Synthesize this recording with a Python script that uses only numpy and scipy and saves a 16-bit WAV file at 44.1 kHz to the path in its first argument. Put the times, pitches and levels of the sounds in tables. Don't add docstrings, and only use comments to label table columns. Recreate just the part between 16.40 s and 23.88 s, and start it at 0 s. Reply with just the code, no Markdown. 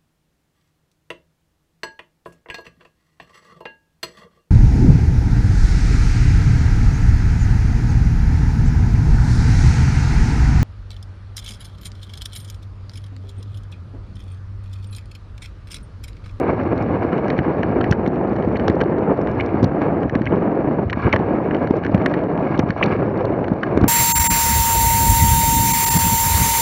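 import sys
import numpy as np
from scipy import signal
from scipy.io import wavfile
from scipy.ndimage import uniform_filter1d

SR = 44100
rng = np.random.default_rng(int(sys.argv[2]) if len(sys.argv) > 2 else 0)


def field_ratio(decibels):
    return 10 ** (np.asarray(decibels, dtype=float) / 20)


def unload_wav(signal):
    wavfile.write(
        sys.argv[1],
        SR,
        np.round(np.clip(np.atleast_2d(signal).T, -1, 1) * 32767).astype(np.int16),
    )


N = 329868

# pitch_hz, width_hz, level_db
BODY = [(1146, 525, 3.5), (1658, 93, 1.5), (2182, 380, -3), (2900, 190, -19)]
# pitch_hz, width_hz, level_db
TOP = [(3770, 1460, 2.5), (4460, 260, 4.5), (5400, 950, -1.5), (7050, 360, -30)]
# crest_s, peak_db, pitch_hz
BUMPS = [(0.1029, -6, 325), (1.0114, -6.5, 215), (1.3668, -3, 340), (1.4052, -7, 327), (1.6788, -1, 256),
         (2.286, -8, 364), (2.2998, -0.5, 279), (2.4176, -5, 356), (2.6999, -5, 379), (2.7184, -2, 480),
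         (5.3403, -10, 400), (3.1448, -1, 298), (3.2303, 3.5, 254), (3.2618, -4, 249), (3.524, -8, 204),
         (3.6002, -9.5, 345), (3.6579, -4, 236), (3.927, 1, 397), (4.5734, -6.5, 226), (4.6612, -7, 130),
         (4.9402, -4.5, 426), (5.3096, 5, 288), (5.5478, 6, 210), (6.1924, -1.5, 300), (6.3013, -4.5, 169),
         (6.4144, -3, 553), (6.8505, -3.5, 439), (7.1188, -0.5, 217), (7.3756, 5, 304.4),
         (7.4153, -2.5, 269), (7.4425, 7, 244)]
# trough_s, peak_db, pitch_hz
DROPS = [(0.5098, -7.5, 220), (1.5128, -0.5, 158), (3.2438, 0.5, 170), (3.7593, 0, 220), (4.277, -2.5, 400),
         (4.3907, -2.5, 320), (4.7423, -3.5, 386), (4.796, -7, 150), (1.5879, -10, 310),
         (4.751, -11.5, 120), (.992, -4, 160), (2.0765, -3, 230), (6.238, -4.5, 180), (4.469, -8, 100),
         (3.813, -3, 250), (5.5513, -3, 180), (6.1946, -2.5, 240), (4.6555, -7, 110), (8.4, -5, 200),
         (7.4298, 0, 108)]
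# start_s, peak_db, struck_hz, sharp_edge_db
BLOWS = [(0.9027, -13.5, 1900, -24.5), (0.9895, -12.5, 1700, -33), (1.4115, -17, 1540, -29),
         (1.511, -22, 2700, -32), (1.5243, -8.5, 1550, -29), (1.53, -21, 1570, -38),
         (2.158, -22, 2230, -43), (2.281, -11, 1520, -18.5), (2.299, -16.5, 1847, -32.5),
         (2.413, -12, 1600, -26), (3, -12.5, 2190, -48), (3.008, -15.5, 2210, -28),
         (3.7532, -15.5, 1680, -28), (3.865, -17, 1620, -48), (3.8715, -14.5, 2200, -44),
         (3.9224, -21, 1400, -59), (4.5301, -11, 1920, -27.5), (4.7282, -4.5, 2280, -17.5),
         (4.735, -8.5, 1564, -42), (4.762, -10, 1680, -27.5), (5.1104, -16, 1720, -50.5),
         (6.4306, -7, 2460, -39), (5.546, -13.5, 1930, -39), (5.661, -7, 1650, -18.5),
         (6.193, -25, 2550, -28), (6.3052, -13.5, 1700, -28), (6.4276, -4.5, 2280, -30),
         (7.2333, -12.5, 1470, -28), (7.375, -14.5, 1620, -30), (7.4403, -10.5, 1280, -45)]
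# start_s, peak_db
TAPS = [(0.7293, -24.5), (0.78, -25), (.8826, -23.5), (0.9286, -31), (1.232, -16), (1.442, -17.5),
        (1.663, -18), (1.9637, -24.5), (2.025, -26), (2.167, -25), (2.197, -19.5), (2.4054, -20),
        (2.8724, -20.5), (3.4172, -20.5), (3.632, -23.5), (3.6965, -18), (3.818, -22.5), (4.4987, -14.5),
        (4.745, -22), (5.147, -20), (5.273, -22), (5.437, -22.5), (5.449, -17.5), (5.4646, -16.5),
        (5.578, -26), (5.7396, -16.5), (6.1965, -15.5), (4.7918, -25), (7.0434, -23.5), (7.082, -19.5)]


def runners():
    load_db, grit_db, sway_db = controls()
    trail_lumps, quick_lumps = lumps(19), lumps(5.6)
    scrape_db = -39.5 + 0.94 * grit_db + 0.28 * (load_db - load_db.mean())
    fizz_db = -66.5 + 0.56 * grit_db
    crackle_db = -76 + 0.78 * grit_db
    spray_db = -83.5 + 0.7 * grit_db + 1.5 * quick_lumps
    return (field_ratio(load_db) * frame_rumble(trail_lumps, quick_lumps)
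            + field_ratio(np.minimum(sway_db, -21) - 1.0) * basket_sway()
            + field_ratio(scrape_db) * grit_scrape(trail_lumps)
            + field_ratio(fizz_db) * crystal_fizz(trail_lumps)
            + field_ratio(crackle_db) * crackle()
            + field_ratio(spray_db) * snow_spray())


def controls():
    # start_s, load_db, coarseness_db, waviness_db
    trail = [(0, -17.5, 3.5, 2.5), (.3, -20.5, 3, 10.5), (.9, -18.5, 4, 1.5), (1.398, -19, -0.5, 7),
             (1.8, -19, -5, -3.5), (2.1, -20.5, 1, 9), (2.6, -17.5, -7, -3.5), (3, -19, 5, 10),
             (3.4, -18.5, -6.5, -6.5), (3.9, -18.5, 0.5, 9.5), (4.2, -17.5, -5, -14), (4.5, -21.5, -3, 7.5),
             (5.1, -18, -1, -1), (5.6, -19, 3, 4.5), (6, -19.5, -8.5, -6), (6.501, -18.5, 4, 6),
             (7, -19, -4.5, 1.5), (7.48, -20, 3, -0.5)]
    # start_s, length_s,
    # load_gained_db
    slams = [(0.096, 0.014, 4), (0.5, 0.019, 2.5), (0.994, 0.033, -1.5), (1.362, 0.08, 2),
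             (2.676, 0.066, 3.5), (3.531, 0.02, 3.5), (3.926, 0.017, 6), (4.391, 0.014, 5),
             (4.667, .02, 6.5), (4.733, .015, 8.5), (4.796, 0.042, 3.5), (4.933, .02, 1.5),
             (6.122, 0.024, 2), (6.401, .02, -5.5), (7.115, .05, 1)]
    # start_s, length_s, load_lost_db
    hops = [(0.145, 0.05, 3), (1.411, 0.048, 4), (1.617, .07, 1), (2.125, 0.03, 1), (2.734, .04, 7.5),
            (2.902, 0.048, 3.5), (3.041, 0.086, 2.5), (3.254, 0.091, 2.5), (3.667, 0.065, 9),
            (3.79, .115, 8), (3.978, 0.055, 1), (2.586, 0.1, 2), (4.428, .22, 6), (4.696, .035, 9.5),
            (5.21, .045, 2.5), (6.08, .04, 3.5), (5.276, 0.022, 5.5), (5.306, .06, 5.5), (4.885, .04, 0.5),
            (6.507, 0.059, 1.5), (5.376, .12, 5.5), (6.138, 0.046, 2.5), (6.206, 0.088, 5.5),
            (6.307, .09, 8), (7.04, 0.079, 5.5), (7.154, .11, 5.5), (7.283, 0.064, 1)]
    # start_s,
    # length_s, extra_grit_db
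    scuffs = [(0.007, 0.11, 3.5), (2.058, 0.1, 0), (2.3, 0.016, 13), (2.87, 0.12, -2), (2.99, 0.023, 7),
              (3.4, .06, 12.5), (4.564, 0.159, 15), (4.743, 0.12, 4), (6, 0.17, 11.5), (5.687, 0.13, 6),
              (6.276, 0.048, 10.5), (6.348, 0.2, 7), (6.47, 0.19, 2), (6.35, .05, 2.5), (2.23, .05, 3),
              (2.4, 0.052, 3), (7.25, .05, 6.5), (1.498, 0.033, 7), (4.728, 0.026, 6), (3.21, .06, 6),
              (6.8, 0.027, 10)]
    slam_edge_s, hop_edge_s, landing_s = 0.0075, 0.044, 0.013
    sway_rise_s, sway_fall_s = 0.018, 0.015

    t = np.arange(0, N + 64, 64) / SR
    s, *columns = np.transpose(trail)
    load_db, grit_db, wavy_db = (np.interp(t, s, c) for c in columns)
    for start, length, gained_db in slams:
        load_db = load_db + gained_db * stretch(t, start, length, slam_edge_s)
    for start, length, lost_db in hops:
        air = stretch(t, start, length, hop_edge_s)
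        since = t - start - length
        landing = 0.2 * (since > 0) * np.exp(-abs(since) / landing_s)
        load_db = load_db - lost_db * (air - landing)
        grit_db = grit_db - 0.38 * lost_db * air
    for start, length, extra_db in scuffs:
        grit_db = grit_db + extra_db * stretch(t, start, length, hop_edge_s)
    flex_power = field_ratio(-34.5 + wavy_db) ** 2
    for s, db, hz in BUMPS + DROPS:
        kick_db = -16 + db - 6.5 * np.log2(hz / 100)
        swell = np.exp(-abs(t - s) / np.where(t < s, sway_rise_s, sway_fall_s))
        flex_power = flex_power + field_ratio(kick_db) ** 2 * swell
    return [np.interp(np.arange(N) / SR, t, c) for c in (load_db, grit_db, 10 * np.log10(flex_power))]


def frame_rumble(trail_lumps, quick_lumps):
    # pitch_hz, level_db
    frame_tone = [(59, -14), (100, -10), (151, 0), (232, 0), (345, 0), (703, -7.5), (1520, -25),
                  (1670, -25), (2260, -35), (2900, -43), (4200, -79), (6600, -120)]
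    bumps = grains(per_s=2500, spread_db=2.0, upward=.75) * field_ratio(1.1 * trail_lumps + 1.5 * quick_lumps)
    bumps = bumps - uniform_filter1d(bumps, size=2000)
    under_way = np.r_[bumps[-SR:], bumps]
    return evened(signal.oaconvolve(under_way, colour(frame_tone))[SR:SR + N])


def basket_sway():
    # pitch_hz, level_db
    basket_tone = [(10, -63), (30, -28), (60, 7), (110, 14), (160, -4), (320, -77.5), (2000, -130)]
    return evened(signal.oaconvolve(rng.standard_normal(N), colour(basket_tone))[:N])


def grit_scrape(trail_lumps):
    grit = grains(per_s=7000, spread_db=3.6, upward=.5) * field_ratio(2.6 * trail_lumps + 2.0 * lumps(3.1))
    return evened(muffle(case(grit, BODY), hz=3470))


def crystal_fizz(trail_lumps):
    crystals = grains(per_s=5000, spread_db=0.6, upward=0.61) * field_ratio(1.8 * trail_lumps + 0.77 * lumps(5))
    crystals = crystals + 1.2 * grains(per_s=12, spread_db=3, upward=.5)
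    return evened(muffle(case(crystals, TOP), hz=5900))


def crackle():
    # pitch_hz, width_hz, level_db
    spots = [(4570, 780, 0), (5080, 700, -5.5), (3780, 750, -2), (2240, 600, 17), (1700, 370, 23)]
    clumps = field_ratio(3 * lumps(25))
    out = np.zeros(N)
    for hz, width, db in spots:
        hits = clumps * grains(per_s=70, spread_db=3, upward=.5)
        out += field_ratio(db) * evened(ring(hits, hz, width))
    return out


def snow_spray():
    return evened(signal.lfilter(*signal.butter(3, 5200, fs=SR), rng.standard_normal(N)))


def jolts():
    out = np.zeros(N)
    for way, table in ((0.89, BUMPS), (-0.83, DROPS)):
        for s, db, hz in table:
            turns = np.arange(2200) / SR * hz - .75
            fade = np.exp(-(turns / np.where(turns < 0, .42, .7)) ** 2)
            swing = np.cos(2 * np.pi * turns) * fade
            add(out, max(s - .75 / hz, 0), way * field_ratio(db - 1.5) * swing)
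    return out


def knocks():
    tap_hz = 1680

    def near(hz):
        body = [(f, 0.31 * w, level - 13.0 * abs(np.log2(f / hz))) for f, w, level in BODY]
        return body + [(hz, 700, 4.), (2980, 400, -11.5), (520, 500, -6)]

    rows = [row[:3] for row in BLOWS] + [(s, db, tap_hz) for s, db in TAPS]
    return muffle(strikes(rows, near, chatter=0.1, ms=3.56), hz=3360)


def ticks():
    # start_s, peak_db, brightness_db
    sharp = [(.2336, -44, -3), (.3785, -34, -10), (.4253, -42, 11), (1.5125, -16.5, -1), (1.6763, -32, -5),
             (.8822, -36, 3), (2.915, -41, 3), (2.1709, -33, -13), (2.355, -45, -5), (2.4176, -36, -9),
             (2.5851, -39.5, -12), (2.815, -40.5, 3), (3.062, -35, -3), (3.2296, -23, 3.5),
             (3.2431, -19, -4.5), (4.6193, -40, -12.5), (5.3078, -45, 7.5), (5.3679, -39, 2),
             (5.5469, -36, -2), (1.5287, -33, 8), (5.9954, -46, -7), (6.1929, -17.5, -1), (6.4387, -19, -7),
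             (6.4609, -26, -12), (6.7758, -37.5, -11), (6.8533, -30.5, -14), (7.1356, -41, -10),
             (7.3744, -28.5, 3.5), (7.4137, -30, -5), (4.7421, -37, 0), (7.4416, -41, 7)]
    tap_edge_db, edge_bright_db = -16, -8

    def hard(bright_db):
        return [(f, 1.26 * w, level + (bright_db + 5.5) * (f > 5000)) for f, w, level in TOP]

    edges = [(s, db, edge_bright_db) for s, _, _, db in BLOWS]
    edges += [(s, db + tap_edge_db, edge_bright_db) for s, db in TAPS]
    return (muffle(strikes(sharp, hard, chatter=0.064, ms=2.8), hz=6500)
            + muffle(strikes(edges, hard, chatter=0.09, ms=2.2), hz=5900))


def raps():
    # start_s, peak_db, pitch_hz
    lumps_hit = [(0.065, -21, 630), (0.093, -12, 690), (0.857, -13, 490), (1.236, -15.5, 604),
                 (2.046, -13.5, 460), (2.133, -19, 468), (2.239, -16, 505), (2.279, -10, 446),
                 (2.366, -14.5, 509), (2.435, -11, 517), (2.675, -10.5, 493), (2.697, -12, 595),
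                 (2.788, -16.5, 484), (3.522, -14.5, 486), (3.623, -20, 523), (3.921, -10.5, 573),
                 (4.161, -22, 490), (4.385, -14, 514), (4.529, -13, 1100), (4.572, -17, 692),
                 (4.676, -11, 597), (4.734, -11, 599), (4.735, -8.5, 553), (4.761, -12, 504),
                 (4.799, -12, 452), (4.925, -17.5, 740), (4.939, -13.5, 488), (5.002, -14.5, 600),
                 (5.34, -13.5, 458), (5.542, -14.5, 622), (5.66, -11.5, 521), (5.719, -13, 474),
                 (5.965, -13, 509), (6.004, -11.5, 554), (6.191, -12, 544), (6.229, -18, 550),
                 (6.363, -15.5, 535), (6.412, -8.5, 620), (6.807, -11.5, 485), (6.846, -15, 570),
                 (6.902, -15.5, 530), (7.018, -18, 544), (7.12, -15, 533), (7.232, -16, 1080),
                 (7.373, -10, 467)]
    width_hz = 220

    def wood(hz):
        return [(hz, width_hz, 0), (1.64 * hz, 2.26 * width_hz, -7)]

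    return muffle(strikes(lumps_hit, wood, chatter=.12, ms=5.1), hz=2070)


def chips():
    # start_s, peak_db, upper_modes_db
    flicks = [(0.9802, -27.5, -11), (1.1824, -43, -7), (1.2047, -40, -8), (1.4614, -45, -13),
              (1.7424, -39, -6), (1.7585, -30, -16), (1.8327, -46, -12), (1.8751, -39, -8),
              (1.9325, -36, -8), (1.9574, -36, -11.5), (1.9734, -48, -5), (2.0514, -41, -8),
              (2.0874, -41, -5), (2.1244, -39, -6), (2.4379, -31, -11), (2.7746, -39, -7),
              (2.9537, -43, -8), (3.1564, -40, -8), (3.2291, -31, -8), (3.2425, -19, -8), (3.856, -24, -15),
              (3.9589, -35, -9), (4.153, -40, -8), (4.5054, -23, -8), (4.6922, -37, -8), (5.1667, -29, -17),
              (5.275, -38, -10), (5.3547, -38, -10), (5.3892, -45, -10), (5.5184, -41, -3),
              (5.6201, -34, -8), (5.697, -36, -8), (5.7119, -38.5, -8), (5.7907, -36, -10),
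              (5.837, -35, -11), (5.9763, -27, -17), (6.114, -43, -10), (6.1525, -39, -10),
              (6.1769, -25, -13), (6.29, -30, -12), (6.3784, -30, -14), (6.679, -46, -8),
              (6.8079, -32, -13)]
    # pitch_hz, width_hz, level_db
    middle = [(1700, 440, 3), (2280, 620, 4.5), (3000, 430, 0)]

    def shell(top_db):
        return middle + [(f, w, level + top_db) for f, w, level in TOP]

    return muffle(strikes(flicks, shell, chatter=0.065, ms=1.6), hz=6130)


def strikes(table, modes_for, chatter, ms):
    out, t = np.zeros(N), np.arange(-300, 1200) / SR
    for (s, db, spot), noise in zip(table, rng.standard_normal((len(table), len(t)))):
        gather = np.exp(-abs(t) * 1000 / np.where(t < 0, 0.48 * ms, ms))
        blow = chatter * noise * gather + (t == 0)
        sound = case(blow, modes_for(spot))
        add(out, s + t[0], field_ratio(db) * sound / abs(sound).max())
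    return out


def case(x, modes):
    return sum((-1) ** k * field_ratio(db) * ring(x, hz, width) for k, (hz, width, db) in enumerate(modes))


def ring(x, hz, width):
    pole = np.exp((2j * np.pi * hz - np.pi * width) / SR)
    once = signal.lfilter([1 - abs(pole)], [1, -pole], x)
    return 2 * signal.lfilter([1 - abs(pole)], [1, -pole], once).real


def muffle(x, hz):
    return signal.sosfilt(signal.butter(5, hz, fs=SR, output="sos"), x)


def grains(per_s, spread_db, upward):
    when, size, side = rng.random((3, N))
    large = field_ratio(spread_db * np.minimum(-np.log(size + 1e-9), 4))
    return (when < per_s / SR) * large * np.where(side < upward, 1., -1.)


def lumps(ms):
    size = int(ms * SR / 1000)
    return evened(uniform_filter1d(uniform_filter1d(rng.standard_normal(N), size), size))


def colour(points, size=16384):
    f, db = np.transpose(points)
    log_hz = np.log(abs(np.fft.fftfreq(size, 1 / SR)) + 1)
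    log_gain = np.interp(log_hz, np.log(f + 1), db) * np.log(10) / 20
    response = np.fft.ifft(np.exp(np.conj(signal.hilbert(log_gain)))).real
    return response[:size // 2] * np.hanning(size)[size // 2:]


def stretch(t, start, length, edge):
    return np.clip(np.minimum(t - start, start + length - t) / edge + .5, 0, 1)


def evened(x):
    return x / np.sqrt(np.mean(x ** 2) + 1e-20)


def add(mix, s, sound):
    part = mix[round(s * SR):][:len(sound)]
    part += sound[:len(part)]


def scene():
    mount = runners() + jolts() + knocks() + ticks() + raps() + chips()
    opening = np.minimum(np.arange(N) / SR / .002, 1)
    settle = .4 + .6 * np.sin(np.pi / 2 * opening) ** 2
    return settle * signal.lfilter(*signal.butter(2, 44, "high", fs=SR), mount)[None]


def band_limit(x):
    return signal.sosfilt(signal.butter(12, 15800, fs=SR, output="sos"), x)


def record(dry):
    limit, shelf_hz, shelf_db, hiss_db = .72, 12400, -9, -90
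    loaded = dry / (1 + abs(dry / limit) ** 22) ** (1 / 22)
    top = signal.firwin(255, shelf_hz, pass_zero=False, fs=SR)[None]
    loaded = loaded - (1 - field_ratio(shelf_db)) * signal.oaconvolve(loaded, top, "same")
    hiss = evened(signal.lfilter(*signal.butter(2, 5000, fs=SR), rng.standard_normal(dry.shape)))
    return band_limit(loaded + field_ratio(hiss_db) * hiss)


dry = scene()
out = record(dry)
unload_wav(out)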